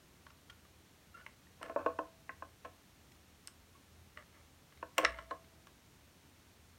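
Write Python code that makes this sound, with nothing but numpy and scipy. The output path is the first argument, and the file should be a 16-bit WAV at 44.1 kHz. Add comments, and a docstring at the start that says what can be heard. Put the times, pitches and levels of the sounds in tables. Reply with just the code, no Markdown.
"""Pliers on the wiring under a loose electric-guitar pickguard; one close microphone, small quiet room.
First the steel jaws tick on pots and lugs, and wire squeaks in their grip. From 1.6 s the plastic plate
knocks and rubs on the wooden body, and a jolt sets the metalwork ringing and the bench booming faintly.
Sparse clicks and scrapes follow. Near 5 s plate and pliers clatter together with a second jolt,
then a few last ticks. A faint low hum and microphone hiss lie underneath throughout."""
import sys
import numpy as np
from scipy import signal
from scipy.fft import rfft, irfft, next_fast_len
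from scipy.io import wavfile
from scipy.ndimage import uniform_filter1d

SR = 44100
rng = np.random.default_rng(int(sys.argv[2]) if len(sys.argv) > 2 else 0)


def pcm_store(signal):
    """Save signal as 16-bit PCM."""
    levels = np.round(np.clip(np.atleast_2d(signal), -1, 1) * 32767)
    wavfile.write(sys.argv[1], SR, levels.astype(np.int16).T)


N = 298996

# Modes of the pickguard with its pots and pickups: f/Hz, level/dB, t60/s
PLATE_MODES = [(265, -12.5, 0.17), (311.4, -4, 0.13), (432.3, -9.5, 0.12), (495.5, -3, 0.1),
               (563.7, -3, 0.1), (657.8, -2, 0.13), (731, -20, 0.2), (916, -1.5, 0.027), (1052, -1, 0.06),
               (1083, 0, 0.068), (1305, -11.5, 0.07), (1517, -1, 0.032), (1605, -4.5, 0.029),
               (1737, -5, 0.033), (2030, -34, 0.018), (2530, -6.5, 0.024), (2815, -21, 0.057)]
# Spectrum of the dull crack of plastic on wood: f/Hz, level/dB
PLATE_CRACK = [(100, -21), (200, -9), (290, 1.5), (680, 7.5), (810, -7), (1000, 3), (1300, -19), (1700, -5),
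               (2100, -5.5), (2600, 1), (3800, -12), (8000, -0.5), (15000, -11)]
# Plate against body: t/s, contact/s, ring of the touching spot f/Hz, lowest free vibration f/Hz,
# level/dB, strongest f/Hz, treble roll-off/(dB per octave)
PLATE_KNOCKS = [(1.612, 0.0035, 706, 200, -52.5, 850, 10.5), (1.6955, .002, 650, 190, -43, 600, 8.5),
                (1.7614, 0.00033, 570, 170, -30, 650, 13), (1.861, 0.002, 499, 170, -27.5, 720, 11.5),
                (1.9881, 0.0011, 1064, 180, -35, 900, 11.5), (2.293, 0.00034, 1950, 200, -44, 1700, 17.5),
                (2.4229, .0007, 1044, 200, -44.5, 1150, 15), (2.6468, .013, 690, 220, -48.5, 1000, 7.5),
                (4.8268, .0007, 960, 220, -42.5, 1000, 10.5), (4.9803, 0.0012, 1370, 300, -37.5, 1400, 2),
                (4.9865, 0.00043, 496, 330, -34, 850, 6.5), (4.996, .0009, 545, 350, -35.5, 450, 9),
                (5.031, 0.002, 500, 520, -35.5, 470, 7.5), (5.3079, 0.0054, 1210, 300, -39.5, 1050, 17)]

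def pickguard():
    """The plate drops on the body: a soft crack and a hollow ring; a slower contact smears the attack."""
    out, t = np.zeros(N), np.arange(SR // 2) / SR
    for s, contact, spot_hz, lowest_hz, db, centre_hz, roll_off in PLATE_KNOCKS:
        crack = amp(11 - 60 * t / (0.0096 + 2 * contact)) * shaped_noise(PLATE_CRACK, len(t))
        spot = amp(5.5 - 60 * t * spot_hz / 26) * np.sin(2 * np.pi * spot_hz * t)  # dies in 26 cycles
        attack = 1 - np.exp(-t / contact)
        hit = (ring(PLATE_MODES, t, spread_db=2, detune=0.0026) + spot + crack) * attack
        hit = coloured(no_bass(hit, lowest_hz), db, centre_hz, roll_off, bass_slope=0.31 * roll_off)
        add(out, s, in_room(hit, wet_db=-12))
    return out


# Modes of the pliers gripping a part, damped by the hand: f/Hz, level/dB, t60/s
STEEL_MODES = [(606, -3.5, 0.041), (911, -17.5, 0.056), (1120, -3.5, 0.032), (1350, -2, 0.017),
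               (1670, -5, 0.025), (1850, 0, 0.011), (2006, -7.5, 0.021), (2200, 2, 0.01),
               (2730, 0.5, 0.0091), (2947, -6.5, 0.025), (4070, -15, 0.024), (4450, -24, .018),
               (5470, -6, 0.012), (5700, -9, 0.0058), (7200, -12, 0.0069), (8480, 5.5, 0.0046)]
# Jaws on metal parts: t/s, contact/s, ring of the part f/Hz, top of the crack f/Hz,
# level/dB, strongest f/Hz, treble roll-off/(dB per octave)
JAW_CLICKS = [(.265, 0.0025, 1480, 5800, -56.5, 1310, 8), (.302, .003, 2750, 6000, -65, 1400, 3),
              (.497, 0.0044, 3200, 12000, -55.5, 2800, 7), (.65, 0.0019, 1200, 9000, -67.5, 900, 5.5),
              (1.2637, .0006, 1980, 11000, -50, 1850, 9.5), (1.468, .002, 1870, 6100, -70, 1700, 12),
              (1.629, 0.00053, 2940, 11800, -49, 1150, 3.5), (3.118, 0.0024, 8160, 9000, -71, 1780, 0.5),
              (3.4737, 0.00019, 5140, 10000, -51, 7050, -8), (3.479, 0.00081, 1370, 9000, -61.5, 1800, 2),
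              (4.1737, 0.00029, 1920, 8000, -50, 1950, 12.5), (4.7213, 0.0039, 1140, 9000, -67, 1300, 5),
              (4.774, .0009, 2080, 6000, -68.5, 2000, 9), (4.982, 0.00022, 2700, 14600, -32, 2600, 5.5),
              (5.0402, 0.0035, 908, 8000, -41, 750, 5), (5.049, 0.00055, 5430, 6500, -31.5, 1700, 3),
              (5.0515, 0.00046, 2000, 9000, -28.5, 1850, 13.5), (5.084, 0.0037, 1720, 7000, -47, 1600, 16),
              (5.142, .003, 2100, 6000, -53, 1980, 16), (5.186, 0.0025, 1080, 6100, -45.5, 1370, 11),
              (5.309, .0013, 4050, 8000, -51.5, 1740, 8), (5.441, .005, 2090, 6000, -70, 2200, 8),
              (5.669, 0.0019, 1110, 11100, -63, 795, 2)]

def pliers():
    """Steel meets steel: a sharp crack, or a short skid, and a ring that the hand stops at once."""
    out, t = np.zeros(N), np.arange(SR // 2) / SR
    for s, contact, part_hz, top_hz, db, centre_hz, roll_off in JAW_CLICKS:
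        white = rng.standard_normal(len(t))
        noise = filtered(white, lambda hz: 1 / np.sqrt(1 + (hz / top_hz) ** 24) + amp(-21))
        crack = amp(9 - 60 * t / (0.0078 + 4 * contact)) * noise
        t60 = 20 / part_hz + 2 * contact  # smaller, higher parts die sooner
        part = amp(-9 - 60 * t / t60) / np.sqrt(t60) * np.sin(2 * np.pi * part_hz * t)
        attack = 1 - np.exp(-(t / contact) ** 2)
        hit = (ring(STEEL_MODES, t, spread_db=6, detune=0.002) + part + crack) * attack
        hit = coloured(no_bass(hit, hz=296), db, centre_hz, roll_off, bass_slope=8)
        add(out, s, in_room(hit, wet_db=-12))
    return out


# Slides of the plate: t/s, length/s, level/dB
PLATE_RUBS = [(1.618, 0.098, -54), (1.785, 0.026, -45), (1.85, 0.046, -52)]

def plate_rubs():
    """Plastic slides on the wooden body with a soft, gritty rub."""
    return friction(PLATE_RUBS, PLATE_MODES, slips_per_s=580, grit_db=12, soft_hz=2000)


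# Slides of the jaws: t/s, length/s, level/dB
JAW_SCRAPES = [(1.155, 0.048, -62.5), (1.627, 0.038, -55.5), (4.18, 0.021, -58.5), (4.34, 0.084, -70.5),
               (4.995, .02, -45), (5.022, 0.012, -44.5), (5.085, 0.033, -51), (5.16, 0.061, -57.5),
               (5.308, 0.0063, -60)]

def jaw_scrapes():
    """The jaws drag along wire and lugs, and the steel rings."""
    return friction(JAW_SCRAPES, STEEL_MODES, slips_per_s=790, grit_db=-15, soft_hz=4200)


# Slips of the wire: t/s, f/Hz, level/dB, length/s
WIRE_SQUEAKS = [(0.494, 1420, -52.5, 0.018), (1.142, 1377, -48, 0.019), (1.171, 1470, -58, 0.012),
                (1.192, 1445, -55, 0.015), (1.209, 1460, -55, .014), (3.748, 1106, -59, 0.017)]

def wire_squeaks():
    """Wire sticks and slips in the jaws in short, slightly unsteady chirps."""
    out, t = np.zeros(N), np.arange(SR // 10) / SR
    for s, hz, db, length in WIRE_SQUEAKS:
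        drift = 0.012 * unit(uniform_filter1d(rng.standard_normal(len(t)), size=90))
        phase = 2 * np.pi * np.cumsum(hz * (1 + drift)) / SR
        swell = np.sin(np.pi * np.minimum(t / length, 1) ** 1.14)
        add(out, s, amp(db) * swell * (np.sin(phase) + amp(-14) * np.sin(2 * phase)))
    return in_room(out, wet_db=-7.5)


# Long, faint modes of the guitar's metalwork: f/Hz, level/dB, t60/s
METALWORK_MODES = [(556, 4, 0.49), (653, -2.5, 1.25), (672, -9, 1.4)]
# Jolts that shake the whole guitar: t/s, boom f/Hz, boom level/dB, metalwork level/dB
JOLTS = [(1.78, 85.8, -48.5, -50.5), (5.021, 60.4, -41.5, -53)]

def metalwork():
    """A jolt leaves the guitar's metalwork ringing in sympathy."""
    out, t = np.zeros(N), np.arange(SR) / SR
    attack = 1 - np.exp(-t / 0.012)
    for s, _, _, db in JOLTS:
        add(out, s, amp(db) * attack * ring(METALWORK_MODES, t, spread_db=3, detune=0.0017))
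    return out


def bench():
    """A jolt also sets the bench booming faintly."""
    out, t = np.zeros(N), np.arange(SR) / SR
    attack = 1 - np.exp(-(t / 0.06) ** 2)
    for s, hz, db, _ in JOLTS:
        add(out, s, amp(db - 60 * t / 0.71) * attack * np.sin(2 * np.pi * hz * t))
    return out


# Spectrum of room air and microphone hiss: f/Hz, relative level/dB
AIR_SPECTRUM = [(20, -18), (40, -10), (62, 1.5), (110, -1.5), (180, -3.5), (330, -7.5), (500, -12.5),
                (900, -14.5), (2000, -16.5), (4000, -19), (6200, -21), (9000, -23.5), (15500, -28)]

def room_tone(air_db, hum_hz, hum_width_hz, hum_db):
    """Even hiss and a low, wavering room hum."""
    air = shaped_noise(AIR_SPECTRUM, N)
    hum = filtered(rng.standard_normal(N), lambda hz: 1 / (1 + ((hz - hum_hz) / hum_width_hz) ** 2))
    return amp(air_db) * air + amp(hum_db) * unit(hum)


# Decay of the small room: f/Hz, t60/s
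ROOM_DECAY = [(150, 0.14), (600, 0.24), (2000, 0.23), (6000, 0.15), (15000, 0.17)]

def in_room(x, wet_db):
    """The direct sound at the microphone, plus a diffuse tail that builds up as the walls answer."""
    hz, t, spectra = signal.stft(rng.standard_normal(SR // 2), SR, nperseg=256)
    decay = amp(-60 * t / along(ROOM_DECAY, hz)[:, None])
    tail = signal.istft(spectra * decay, SR, nperseg=256)[1]
    tail *= 1 - np.exp(-(np.arange(len(tail)) / SR / 0.005) ** 2)
    return x + amp(wet_db) * signal.fftconvolve(x, tail / np.linalg.norm(tail))[:len(x)]


def ring(modes, t, spread_db, detune):
    """Decaying modes; grip and point of contact shift their strength and pitch."""
    hz, db, t60 = np.transpose(modes)[:, :, None]
    level, pitch, phase = rng.standard_normal((3, len(modes), 1))
    decay = amp(db + spread_db * level - 60 * t / t60)
    return np.sum(decay * np.sin(2 * np.pi * (hz * (1 + detune * pitch) * t + phase)), 0)


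def friction(slides, modes, slips_per_s, grit_db, soft_hz):
    """Tiny slips of uneven size excite an object's modes; their soft edges spare the highest ones."""
    t = np.arange(SR // 5) / SR
    slips = (rng.random(N) < slips_per_s / SR) * rng.standard_normal(N)
    grit = amp(grit_db - 60 * t / 0.0048) * rng.standard_normal(len(t))
    grain = ring(modes, t, spread_db=1, detune=0.003) + grit
    rubbed = signal.fftconvolve(slips, grain)[:N]
    softened = filtered(rubbed, lambda hz: 1 / np.sqrt(1 + (hz / soft_hz) ** 4))
    return strokes(slides) * unit(softened)


def strokes(slides, rise_db_per_s=797, fall_db_per_s=330):
    """Gain of a series of slides: each catches quickly, holds and dies away more slowly."""
    t, gain = np.arange(N) / SR, np.zeros(N)
    for s, length, db in slides:
        fade_db = rise_db_per_s * np.maximum(s - t, 0) + fall_db_per_s * np.maximum(t - s - length, 0)
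        gain = np.maximum(gain, amp(db - np.minimum(fade_db, 100)))
    return gain


# Edges of the five bands that colour a hit: f/Hz
BAND_EDGES = [200, 750, 1300, 2300, 4500, 16000]

def coloured(x, db, centre_hz, treble_slope, bass_slope):
    """Shape a hit so its first 15 ms are strongest at centre_hz; slopes to each side in dB per octave."""
    size, head = 32768, round(0.015 * SR)
    hz, edges = np.fft.rfftfreq(size, 1 / SR), np.array(BAND_EDGES)
    centres = np.sqrt(edges[1:] * edges[:-1])
    octaves = np.log2(centres / centre_hz)
    band_db = db + bass_slope * np.minimum(octaves, 0) - treble_slope * np.maximum(octaves, 0)
    for _ in range(3):
        power = np.histogram(hz, edges, weights=abs(rfft(x[:head], size)) ** 2)[0] * 2 / (size * head)
        gain_db = band_db - 10 * np.log10(power + 1e-30)
        gain = amp(along(np.c_[centres, gain_db], hz))
        cepstrum = irfft(np.log(gain))
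        cepstrum[1:size // 2] *= 2  # minimum phase: nothing sounds ahead of the hit
        cepstrum[size // 2 + 1:] = 0
        x = irfft(rfft(x, size) * np.exp(rfft(cepstrum)))[:len(x)]
    return x


def no_bass(x, hz):
    """Small parts radiate no bass."""
    return signal.sosfilt(signal.butter(3, hz, "high", fs=SR, output="sos"), x)


def shaped_noise(spectrum, n):
    """Noise of rms 1 that follows (f/Hz, level/dB) points."""
    return unit(filtered(rng.standard_normal(n), lambda hz: amp(along(spectrum, hz))))


def filtered(x, response):
    """Filter by a gain that depends on frequency."""
    size = next_fast_len(len(x) + 8192)
    return irfft(rfft(x, size) * response(np.fft.rfftfreq(size, 1 / SR)), size)[:len(x)]


def along(points, hz):
    """Read (f/Hz, value) points on a log axis."""
    f, values = np.transpose(points)
    return np.interp(np.log(hz + 1), np.log(f + 1), values)


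def amp(db):
    """Decibels to gain."""
    return 10 ** (np.asarray(db) / 20)


def unit(x):
    """Scale to rms 1."""
    return x / np.sqrt(np.mean(x ** 2) + 1e-30)


def add(track, s, sound):
    """Mix a sound in at time s."""
    part = track[round(s * SR):][:len(sound)]
    part += sound[:len(part)]


def scene():
    """The handwork, heard from beside the bench over the room tone, in mono."""
    knocks_and_slides = pickguard() + plate_rubs() + jaw_scrapes()
    floor = room_tone(air_db=-63.83, hum_hz=82.2, hum_width_hz=2.9, hum_db=-72)
    return (knocks_and_slides + metalwork() + pliers() + wire_squeaks() + bench() + floor)[None]


# Notches of the microphone port: f/Hz, width/Hz, level/dB
PORT_NOTCHES = [(4900, 240, -3), (7800, 550, -2), (10500, 380, -5)]
BAND_LIMIT_HZ = 15950

def record(dry):
    """The microphone port notches the treble; nothing passes above the band limit."""
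    def response(f):
        notch_db = sum(db * np.exp(-((f - hz) / width) ** 2) for hz, width, db in PORT_NOTCHES)
        return amp(notch_db) * (f < BAND_LIMIT_HZ)
    return filtered(dry[0], response)[None]


dry = scene()
out = record(dry)
pcm_store(out)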